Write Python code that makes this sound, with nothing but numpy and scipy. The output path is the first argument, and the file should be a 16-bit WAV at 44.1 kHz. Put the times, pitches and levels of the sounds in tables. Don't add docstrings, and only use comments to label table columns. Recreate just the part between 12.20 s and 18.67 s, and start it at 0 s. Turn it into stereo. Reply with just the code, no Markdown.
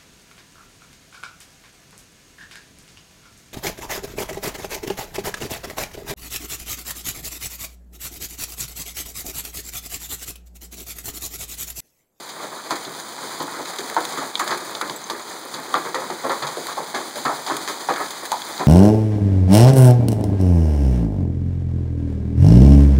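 import sys
import numpy as np
from scipy import signal
from scipy.fft import rfft, irfft, next_fast_len
from scipy.io import wavfile

SR = 44100
rng = np.random.default_rng(int(sys.argv[2]) if len(sys.argv) > 2 else 0)


def inscribe(sig):
    pcm = np.round(np.clip(np.atleast_2d(sig).T, -1, 1) * 32767)
    wavfile.write(sys.argv[1], SR, pcm.astype(np.int16))


N = 285327
AGE = np.arange(13230) / SR


def from_db(db):
    return 10 ** (np.asarray(db) / 20)


def rms_one(x):
    return x / np.sqrt(np.mean(x ** 2) + 1e-20)


def unit_hit(x):
    return rms_one(x) * np.sqrt(.02 * SR / x.shape[-1])


def at_hz(points, hz):
    table_hz, values = np.transpose(points)
    return np.interp(np.log(hz + 1e-9), np.log(table_hz), values)


def hump(hz, centre_hz, octaves):
    return 1 / (1 + (np.log2((hz + 1e-9) / centre_hz) / max(octaves, .1)) ** 2) ** 1.51


def colour(x, gain_at):
    size = next_fast_len(x.shape[-1])
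    return irfft(rfft(x, size) * gain_at(np.fft.rfftfreq(size, 1 / SR)), size)[..., :x.shape[-1]]


def drift(rate_hz):
    return rms_one(colour(rng.standard_normal(N), lambda hz: 1 / (1 + (hz / rate_hz) ** 2)))


def add(out, start_s, hit):
    start = max(round(start_s * SR), 0)
    out[:, start:start + hit.shape[-1]] += hit[:, :max(N - start, 0)]


# frequency in Hz, coherence from 0 to 1.
COHERENCE = [(40, 0.2), (150, 0.72), (330, 0.81), (600, 0.62), (1100, 0.22), (2000, 0.09), (16000, 0.01)]


def diffuse(pair):
    mid = colour(pair[0], lambda hz: np.sqrt((1 + at_hz(COHERENCE, hz)) / 2))
    side = colour(pair[1], lambda hz: np.sqrt((1 - at_hz(COHERENCE, hz)) / 2))
    return np.array([mid + side, mid - side])


# frequency in Hz, relative spectral density in dB.
RAIN_SPECTRUM = [(30, -100), (70, -73.5), (150, -64), (330, -63), (600, -69), (950, -65.5), (1600, -72),
                 (3000, -70.5), (5000, -70), (7000, -74), (8800, -71), (11000, -84.5), (15500, -81)]


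def rain(drops_per_s=1200, size_db=2.5, near_db=-5.0, flutter_db=1.92):
    sizes = from_db(size_db * np.minimum(rng.exponential(1, (2, N)), 5)) * rng.choice([-1, 1], (2, N))
    near = rms_one(sizes * (rng.random((2, N)) < drops_per_s / SR))
    far = rng.standard_normal((2, N)) * from_db(flutter_db * drift(rate_hz=12.0))
    wash = colour(far + from_db(near_db) * near, lambda hz: from_db(at_hz(RAIN_SPECTRUM, hz)))
    return rms_one(diffuse(wash))


def panel_modes(count=280):
    hz = np.linspace(60, 2900, count) + rng.uniform(-5, 5, count)
    phase = 2 * np.pi * hz[:, None] * AGE
    return np.tile(hz, 2), np.vstack([np.sin(phase), np.cos(phase)]).astype(np.float32)


# frequency in Hz, relative level in dB.
PANEL_RESPONSE = [(70, -24), (110, -5), (150, 5.5), (190, -6.5), (330, 2.5), (430, -1), (510, -0.5),
                  (590, -3), (900, -3.5), (1280, -2), (1500, -9), (1700, -3.5), (2600, -6)]


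def ring(modes, centre_hz, octaves, rise_s, decay_s, uneven_db=5.5, tail_db=-17, tail_s=0.077):
    hz, swings = modes
    spot = np.tile(from_db(uneven_db * np.clip(rng.standard_normal(len(hz) // 2), -2, 2)), 2)
    response = hump(hz, centre_hz, octaves) * from_db(at_hz(PANEL_RESPONSE, hz))
    strengths = rng.standard_normal((2, len(hz))) * spot * response
    rise = 1 - np.exp(-AGE / rise_s)
    decay = np.exp(-AGE / decay_s) + from_db(tail_db) * np.exp(-AGE / tail_s)
    return unit_hit((strengths.astype(np.float32) @ swings) * rise * decay)


# frequency in Hz, relative level in dB.
ICE_SPECTRUM = [(500, -2), (1500, 17.5), (4000, 8), (9000, 5), (11000, 1), (16000, 0)]


def crack(hz, octaves, decay_s, snap=0.55, snap_s=0.0002, grit_db=2.5, echo_db=-24, echo_s=0.025):
    t = AGE[:4096]
    grit = rng.standard_normal((2, len(t)))
    grit *= from_db(grit_db * np.clip(rng.standard_normal(len(t)), -2, 2))
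    splinters = colour(grit, lambda f: from_db(at_hz(ICE_SPECTRUM, f)) * hump(f, hz, octaves))
    envelope = snap * np.exp(-t / snap_s) + np.exp(-t / decay_s) + from_db(echo_db) * np.exp(-t / echo_s)
    return unit_hit(splinters * envelope)


def small_stones(modes, knock_db=-4.5, tick_db=-12, knock_count=90, tick_count=280):
    knocks, ticks = np.zeros((2, N)), np.zeros((2, N))
    for when, size, pitch in rng.random((knock_count, 3)):
        knock = ring(modes, 400 * 3.2 ** pitch, octaves=2.45, rise_s=0.00096, decay_s=0.023)
        add(knocks, when * N / SR, from_db(knock_db + 2 * size - 1) * knock)
    for when, size, pitch in rng.random((tick_count, 3)):
        size_db = 1.4 * min(-np.log(1 - size), 3.5)
        tick = crack(3500 * 3.7 ** pitch, octaves=0.62, decay_s=0.0052)
        add(ticks, when * N / SR, from_db(tick_db + size_db) * tick)
    return diffuse(knocks), diffuse(ticks)


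# time in seconds, relative level of the hiss in dB.
STORM_STRENGTH = [(0.0, -39.5), (0.38, -40.5), (0.56, -37.5), (0.95, -38), (1.5, -35), (2.2, -37),
                  (2.7, -38.5), (3.9, -39), (4.42, -36), (4.61, -38), (5.19, -35.5), (5.75, -36.5),
                  (5.87, -35), (6.47, -38)]


def downpour(modes, split_hz=2300, treble_db=3.5, bass_db=0.2, patter_db=-32, patter_follows=0.53):
    storm_db = np.interp(np.arange(N) / SR, *np.transpose(STORM_STRENGTH))
    swing_db = storm_db - storm_db.mean()
    wash = rain()
    low_wash = colour(wash, lambda hz: 1 / (1 + (hz / split_hz) ** 4))
    knocks, ticks = small_stones(modes)
    hiss = from_db(treble_db) * (wash - low_wash) + ticks
    patter = from_db(bass_db) * low_wash + knocks
    return from_db(storm_db) * hiss + from_db(patter_db + patter_follows * swing_db) * patter


# start in seconds, relative level in dB, pitch in Hz, decay time in seconds.
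FRACTURES = [(0.09, -35, 4730, 0.029), (0.507, -27.5, 4700, 0.022), (0.556, -33.5, 5400, 0.016),
             (0.6493, -35.5, 3730, 0.0048), (0.8, -37.5, 5170, 0.0062), (1.202, -33, 3950, 0.021),
             (1.2212, -34.5, 5400, 0.014), (1.4556, -36.5, 4150, 0.0037), (1.5614, -38, 5170, .0015),
             (1.586, -30, 4570, 0.011), (1.6995, -34, 6200, .0015), (1.7452, -36.5, 7000, 0.0014),
             (1.7657, -34, 4200, 0.012), (1.806, -36.5, 7200, 0.0016), (1.852, -30, 4800, 0.0021),
             (1.923, -36.5, 4170, 0.0042), (1.975, -28.5, 5000, 0.056), (2.1544, -24, 3450, 0.0023),
             (2.1945, -24.5, 5130, 0.017), (2.2773, -29, 4800, 0.0058), (2.3067, -27, 4200, 0.035),
             (2.3751, -33, 5240, 0.0064), (2.55, -30.5, 3700, 0.0024), (2.613, -29.5, 4960, 0.0044),
             (2.6972, -31, 3930, 0.0019), (2.8995, -28, 4400, 0.011), (3.34, -31, 4470, 0.016),
             (3.541, -30.5, 3800, 0.002), (3.5516, -31.5, 3720, 0.014), (3.745, -29, 4470, 0.02),
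             (3.9032, -36.5, 4000, 0.0022), (4.095, -32, 3630, 0.018), (4.118, -36, 6500, 0.0024),
             (4.224, -30.5, 4070, 0.022), (4.2684, -29.5, 4500, 0.02), (4.4688, -33.5, 9500, 0.0025),
             (4.5264, -36.5, 4260, 0.0067), (4.746, -27.5, 4430, 0.041), (4.9576, -38, 4600, 0.0043),
             (5.053, -29.5, 4260, 0.02), (5.2641, -26.5, 4280, 0.06), (5.367, -29.5, 6400, 0.0035),
             (5.4768, -32, 4320, 0.0019), (5.482, -26.5, 4970, 0.039), (5.691, -31.5, 4300, 0.026),
             (5.738, -33, 4200, .002), (5.76, -34, 3800, 0.0072), (5.907, -33, 5400, 0.012),
             (6.053, -32.5, 6200, 0.01), (6.118, -26.5, 4570, 0.0022), (6.127, -36, 4800, 0.0053),
             (6.219, -35.5, 3770, 0.0029), (6.3793, -38, 4400, .0015), (6.3922, -31.5, 4330, 0.04)]


def ice_cracks(gain_db=1.0, whole_stone_hz=3194, shatter_spread=2.61):
    out = np.zeros((2, N))
    for start_s, level_db, hz, decay_s in FRACTURES:
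        octaves = shatter_spread * np.log2(hz / whole_stone_hz)
        add(out, start_s, from_db(level_db + gain_db) * crack(hz, octaves, decay_s))
    return diffuse(out)


def contact(hz, octaves, cycles=1.72, overtone=1.49, overtone_db=-5, low_cut_hz=260):
    length_s = cycles / (hz * max(octaves, .55))
    mic_lag_s = np.array([[0.00006], [0]])
    first_echo_s, second_echo_s = 0.011 * rng.uniform(.92, 1.1), 0.018 * rng.uniform(.9, 1.3)
    out = 0
    for lag_s, gain in ((0, 1), (first_echo_s, 0.55), (second_echo_s, 0.39)):
        t = np.maximum(AGE - lag_s - mic_lag_s, 0)
        swing = np.sin(2 * np.pi * hz * t) * np.exp(-(t / length_s) ** 2)
        clack = from_db(overtone_db) * np.sin(2 * np.pi * overtone * hz * t) * np.exp(-t / 0.00099)
        out = out + gain * (swing + clack) * (1 - np.exp(-t / 0.00026))
    return unit_hit(signal.sosfilt(signal.butter(2, low_cut_hz, "high", fs=SR, output="sos"), out))


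# start in seconds, relative knock level in dB, pitch in Hz,
# nominal spread in octaves, directness from 0 to 1, relative boom level in dB, boom pitch in Hz.
CAR_IMPACTS = [(0.2306, -29.5, 700, 1.1, 0.2, -37, 178), (0.318, -31.5, 765, 1.5, 0.07, -39, 260),
               (0.389, -39.5, 1370, 0.44, 0.4, -44, 260), (0.5081, -21.5, 1060, 0.8, 0.37, -25, 273),
               (0.655, -42, 800, 1.2, 0.1, -27, 187), (1.199, -25, 850, 0.53, 0.05, -23.5, 180),
               (1.282, -41, 860, 0.76, 0.45, -40, 260), (1.334, -30.5, 1200, 0.6, 0, -33.5, 265),
               (1.3898, -32, 920, 0.53, 0.34, -26, 268), (1.5853, -31, 900, 2.6, 0, -26, 323),
               (1.656, -40, 890, 0.85, 0, -43, 260), (1.7656, -15, 940, 0.52, 0.52, -22.5, 424),
               (1.921, -32.5, 940, 0.61, 0.35, -34, 260), (1.9747, -27.5, 1180, 0.46, 0.26, -24.5, 260),
               (2.0158, -26.5, 860, 0.77, 0.1, -46, 270), (2.198, -20, 1180, 0.83, 0.2, -28.5, 244),
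               (2.289, -25, 1020, 1.1, 0.02, -29, 240), (2.3077, -22.5, 1270, 0.83, 0.1, -24.5, 255),
               (2.3211, -26.5, 975, 0.42, 0.17, -31, 276), (2.41, -37, 706, 0.46, 0.25, -35, 260),
               (2.495, -35.5, 1090, 0.72, 0.6, -45, 261), (2.542, -30, 780, 0.76, 0, -41, 260),
               (2.6124, -21.5, 1250, 0.95, 0.25, -30.5, 240), (2.6978, -33.5, 1010, 0.63, 1, -28, 230),
               (2.899, -28, 1020, 0.39, 0.3, -28, 328), (3.07, -42, 1010, 0.37, 0.6, -48, 260),
               (3.34, -33, 1180, 0.99, 0.1, -31.5, 235), (3.376, -32, 1190, 0.88, 0.06, -34, 262),
               (3.5415, -15, 1205, 0.59, 0.38, -21, 362), (3.652, -26.5, 1060, 1.2, 0.15, -27, 286),
               (3.7447, -21.5, 1210, 1.2, 0.28, -22.5, 334), (3.82, -30, 990, 0.71, 0.35, -31.5, 260),
               (3.9013, -27, 790, 1.1, 0.57, -27.5, 278), (4.039, -22, 670, 1, 0.1, -23.5, 262),
               (4.052, -23.5, 610, 0.79, 0.26, -35, 300), (4.0955, -17.5, 890, 0.87, 0.08, -31, 274),
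               (4.219, -22.5, 960, 1.2, 0.02, -26.5, 159), (4.2676, -28, 970, 0.62, .01, -37, 200),
               (4.3713, -25, 487, 0.83, 0.55, -31, 248), (4.485, -30, 1040, 0.75, 0.33, -53, 300),
               (4.5718, -22.5, 730, 0.48, 0.04, -27, 328), (4.7423, -20, 880, 1, 0.05, -23.5, 254),
               (4.804, -33.5, 910, 0.88, 0.4, -37, 260), (4.9569, -33.5, 580, 0.37, 0.4, -36, 191),
               (5.0517, -16.5, 955, 0.76, 0.1, -21.5, 237), (5.089, -21, 820, 0.61, 0.05, -41, 280),
               (5.2629, -26, 880, 0.78, 0.1, -36, 260), (5.2994, -20, 920, 1.2, 0.21, -22.5, 236),
               (5.368, -33.5, 940, 0.56, 0, -47, 260), (5.477, -26.5, 980, 0.52, 0.1, -31, 347),
               (5.6877, -15, 855, 0.95, 0.2, -24, 214), (5.699, -20.5, 503, 0.23, 1, -56, 260),
               (5.7613, -25.5, 1480, 1, 0.2, -45, 260), (5.7964, -21, 960, 0.69, 0.08, -28.5, 220),
               (6.1182, -18, 876, 0.21, 0.45, -45, 260), (6.294, -35, 720, 0.84, 0.2, -49, 260),
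               (6.396, -20.5, 900, 0.88, 0.06, -21, 262)]


def big_stones(modes, knock_db=-1.0, swell_s=0.012):
    direct, spread = np.zeros((2, N)), np.zeros((2, N))
    for start_s, level_db, hz, octaves, directness, boom_db, boom_hz in CAR_IMPACTS:
        share = min(directness, .9)
        gain = from_db(level_db + knock_db)
        add(direct, start_s, gain * np.sqrt(share) * contact(hz, octaves))
        knock = ring(modes, hz, 1.44 * octaves, rise_s=swell_s * (1 - share), decay_s=0.02)
        boom = ring(modes, boom_hz, octaves=1.11, rise_s=0.01, decay_s=0.039)
        add(spread, start_s, gain * np.sqrt(1 - share) * knock + from_db(boom_db) * boom)
    return direct + diffuse(spread)


# start in seconds, frequency in Hz, relative level in dB, decay time in seconds.
METAL_IMPACTS = [(2.761, 7730, -27, 0.008), (2.7605, 12070, -35, 0.008), (2.841, 6300, -25, 0.0033),
                 (3.023, 6860, -33, 0.004)]


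def metal_pings():
    out = np.zeros((2, N))
    for start_s, hz, level_db, decay_s in METAL_IMPACTS:
        ping = np.sin(2 * np.pi * hz * AGE) * np.exp(-AGE / decay_s)
        add(out, start_s, from_db(level_db) * ping[None])
    return diffuse(out)


def scene(left_db=0.12, right_db=-2.5):
    modes = panel_modes()
    weather = downpour(modes) + big_stones(modes) + ice_cracks() + metal_pings()
    return weather * from_db([[left_db], [right_db]])


def widener(pair, delay_samples=16, feedback=0.128):
    def comb(hz, weight):
        late = weight * np.exp(-2j * np.pi * hz * delay_samples / SR)
        return (1 - late) / (1 - feedback * late)
    mid = colour((pair[0] + pair[1]) / 2, lambda hz: comb(hz, 1))
    side = colour((pair[0] - pair[1]) / 2, lambda hz: comb(hz, -1.18))
    return np.array([mid + side, mid - side])


# frequency in Hz, gain of the left channel over the right in dB.
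CHANNEL_BALANCE = [(100, 1.5), (500, -2), (1500, -1.5), (8000, -2), (11000, -1)]


def record(dry, ceiling=0.92, cutoff_hz=15650):
    half_each_way = np.array([[.5], [-.5]])
    wide = colour(widener(dry), lambda hz: from_db(at_hz(CHANNEL_BALANCE, hz) * half_each_way))
    rounded = ceiling * np.tanh(wide / ceiling)
    return signal.sosfilt(signal.ellip(10, .2, 80, cutoff_hz, fs=SR, output="sos"), rounded)


dry = scene()
out = record(dry)
inscribe(out)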